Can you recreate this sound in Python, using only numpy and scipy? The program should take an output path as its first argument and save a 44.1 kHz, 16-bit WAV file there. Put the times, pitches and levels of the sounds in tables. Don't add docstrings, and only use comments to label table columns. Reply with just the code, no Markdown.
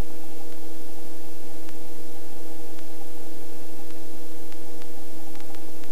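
import sys
import numpy as np
from scipy.fft import rfft, irfft, next_fast_len
from scipy.io import wavfile
from scipy.ndimage import map_coordinates

SR = 44100
rng = np.random.default_rng(int(sys.argv[2]) if len(sys.argv) > 2 else 0)


def to_wav(s):
    ch = np.atleast_2d(s).T
    pcm = np.round(np.clip(ch, -1, 1) * 32767)
    wavfile.write(sys.argv[1], SR, pcm.astype(np.int16))


N = 260631
CYCLE_HZ = 22.81


def amp(db):
    return 10 ** (np.asarray(db) / 20)


def unit(x):
    return x / np.sqrt(np.mean(x ** 2))


def curves(rows):
    s, *cols = np.transpose(rows)
    return [np.interp(np.arange(N) / SR, s, c) for c in cols]


def wobble(rate_hz):
    knots = rng.standard_normal(int(N * rate_hz / SR) + 4)
    return map_coordinates(knots, [np.arange(N) * rate_hz / SR])


def filtered(x, response):
    m = next_fast_len(N + SR // 2)
    spectrum = rfft(x, m) * response(np.fft.rfftfreq(m, 1 / SR))
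    return irfft(spectrum, m)[..., :N]


def resonance(hz, width_hz):
    return lambda f: 1j * f * width_hz / (hz ** 2 - f ** 2 + 1j * f * width_hz)


def noise(spectrum, channels=1):
    hz, db = np.transpose(spectrum)
    gain = lambda f: amp(np.interp(np.log(f + 1), np.log(hz + 1), db, right=-140))
    white = rng.standard_normal((channels, N)) * np.sqrt(SR / 2)
    return filtered(white, gain)


def tone(hz, db, phase=None):
    phase = rng.uniform(0, 2 * np.pi) if phase is None else phase
    turns = np.cumsum(hz + np.zeros(N)) / SR
    return np.sqrt(2) * amp(db) * np.sin(2 * np.pi * turns + phase)


def kicks(rows):
    train = np.zeros(N)
    s, db = np.transpose(rows)
    train[np.round(s * SR).astype(int)] = amp(db)
    return train


def roar():
    # frequency in Hz, level in dB per Hz.
    roar_spectrum = [(40, -100), (110, -84), (190, -82), (250, -76.5), (300, -74), (370, -78.5), (410, -75),
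                     (460, -76), (560, -82), (670, -81), (730, -85), (1000, -91), (2500, -100)]
    lumps_db = 0.68 * wobble(12) + 0.87 * wobble(40)
    return noise(roar_spectrum)[0] * amp(lumps_db)


def whine():
    # time in seconds, frequency in Hz.
    gear_pitch = [(0, 2660), (1.1, 2659), (2, 2649), (2.8, 2646), (3.6, 2655), (4.4, 2663), (5, 2657),
                  (5.91, 2648)]
    # frequency in Hz, rms level in dB.
    steady_tones = [(243.5, -68), (460, -65), (1616.3, -80), (1636.5, -81)]
    gear_db, waver_hz = -73, 4
    hz, = curves(gear_pitch)
    gear = tone(hz + waver_hz * wobble(8), gear_db + 3.5 * wobble(6.6))
    return gear + sum(tone(*row) for row in steady_tones)


def engine():
    # multiple of the cycle, mean level in dB rms.
    cycle_lines = [(5, -77), (6, -68), (9, -69), (11, -71), (12, -67), (13, -66), (15, -62), (16, -70),
                   (17, -70), (19, -61), (20, -69), (22, -70), (24, -74), (26, -77), (30, -79)]
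    cycle_hz = CYCLE_HZ * (1 + 0.00067 * wobble(1.56))
    return sum(tone(k * cycle_hz, db + 1.1 * wobble(2.88)) for k, db in cycle_lines)


def panel():
    # frequency in Hz, width in Hz.
    panel_peak = (816, 74)
    # time in seconds, impulse level before filtering in dB.
    knock_rows = [(.1042, 0), (1.2865, -8), (5.196, -6), (5.5032, 1.5), (5.58, -6), (5.754, -7), (5.81, -7)]
    shaken_db, cycle_shake_db = -60.5, 3
    ring, thud = resonance(*panel_peak), resonance(800, 500)
    cycle = np.sin(2 * np.pi * CYCLE_HZ * np.arange(N) / SR)
    shake_db = 0.99 * wobble(29.96) + cycle_shake_db * cycle
    shaken = filtered(rng.standard_normal(N) * amp(shake_db), lambda f: ring(f) ** 1.66)
    soft_knock = lambda f: (ring(f) + .35 * thud(f)) / (1 + (1j * f / 1100)) ** 2
    knocked = filtered(-kicks(knock_rows), soft_knock)
    return amp(shaken_db) * unit(shaken) + knocked


def clicks():
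    # time in seconds, impulse level before filtering in dB.
    click_rows = [(.52453, -7.8), (1.69047, -3.4), (2.79043, -5.3), (3.90637, -5.7), (4.52449, -4.2),
                  (4.82034, -3.3), (5.35489, -4.6), (5.40469, -4.2), (5.54761, -2.6), (5.83829, -4.1)]
    pull_lead_s, lowpass_hz = .00006, 2270
    pull = lambda f: 1 - .32 * np.exp(2j * np.pi * f * pull_lead_s)
    snap, after = resonance(1940, 3050), resonance(640, 185)
    click = lambda f: (pull(f) * snap(f) - .83 * after(f)) / (1 + 1j * f / lowpass_hz)
    return filtered(kicks(click_rows), click)


def buzz():
    # multiple of the pitch, mean level in dB rms.
    overtones = [(1, -66), (2, -47), (3, -50.5), (4, -58.5), (6, -79.5), (7, -77.5), (9, -82), (10, -76),
                 (14, -111), (15, -104), (20, -77)]
    # peak time in
    # seconds, added peak level in dB rms.
    swells = [(.239, -54), (.328, -51), (.416, -51), (.633, -54), (.729, -73), (.895, -52), (.982, -56),
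              (1.202, -67), (1.509, -51), (2.165, -48), (2.523, -50), (2.607, -52), (3.018, -46),
              (3.263, -53), (3.803, -53), (4.982, -53), (5.024, -54), (5.2, -50), (5.278, -49),
              (5.375, -51), (5.512, -52), (5.582, -49), (5.682, -55)]
    buzz_hz, fifth_db = 160.025, -59.5
    swell_s = 0.01
    flutter_db = .35 * wobble(25)
    smear = lambda k: 1.1 * k * k
    steady = sum(tone(k * buzz_hz, db + flutter_db + 0.84 * wobble(5.25), smear(k)) for k, db in overtones)
    t = np.arange(N) / SR
    swell_gain = sum(amp(db) * np.exp(-((t - s) / swell_s) ** 2) for s, db in swells)
    fifth_gain = amp(fifth_db + 1.5 * wobble(12)) + swell_gain
    fifth = tone(5 * buzz_hz, 0, smear(5) + .3 * wobble(20))
    return steady + fifth_gain * fifth


def scene():
    line = roar() + whine() + engine() + panel() + clicks() + buzz()
    return np.array([line, line])


def record(dry):
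    # frequency in Hz, level in dB per Hz.
    hiss_spectrum = [(200, -88.5), (1000, -94.5), (2500, -91.5), (6000, -92.5), (11000, -93),
                     (15000, -92.5)]
    # frequency in Hz, level in dB per Hz.
    drift_spectrum = [(3, -65), (20, -75), (60, -75), (115, -84.5), (190, -93.5), (300, -99), (420, -101),
                      (520, -125)]
    channel_offset = [
        [.264],
        [.2435],
    ]
    top_hz = 15280
    hiss = noise(hiss_spectrum + [(SR / 2, -92)])
    wet = dry + hiss + noise(drift_spectrum, channels=2)
    return filtered(wet, lambda hz: hz < top_hz) + channel_offset


dry = scene()
out = record(dry)
to_wav(out)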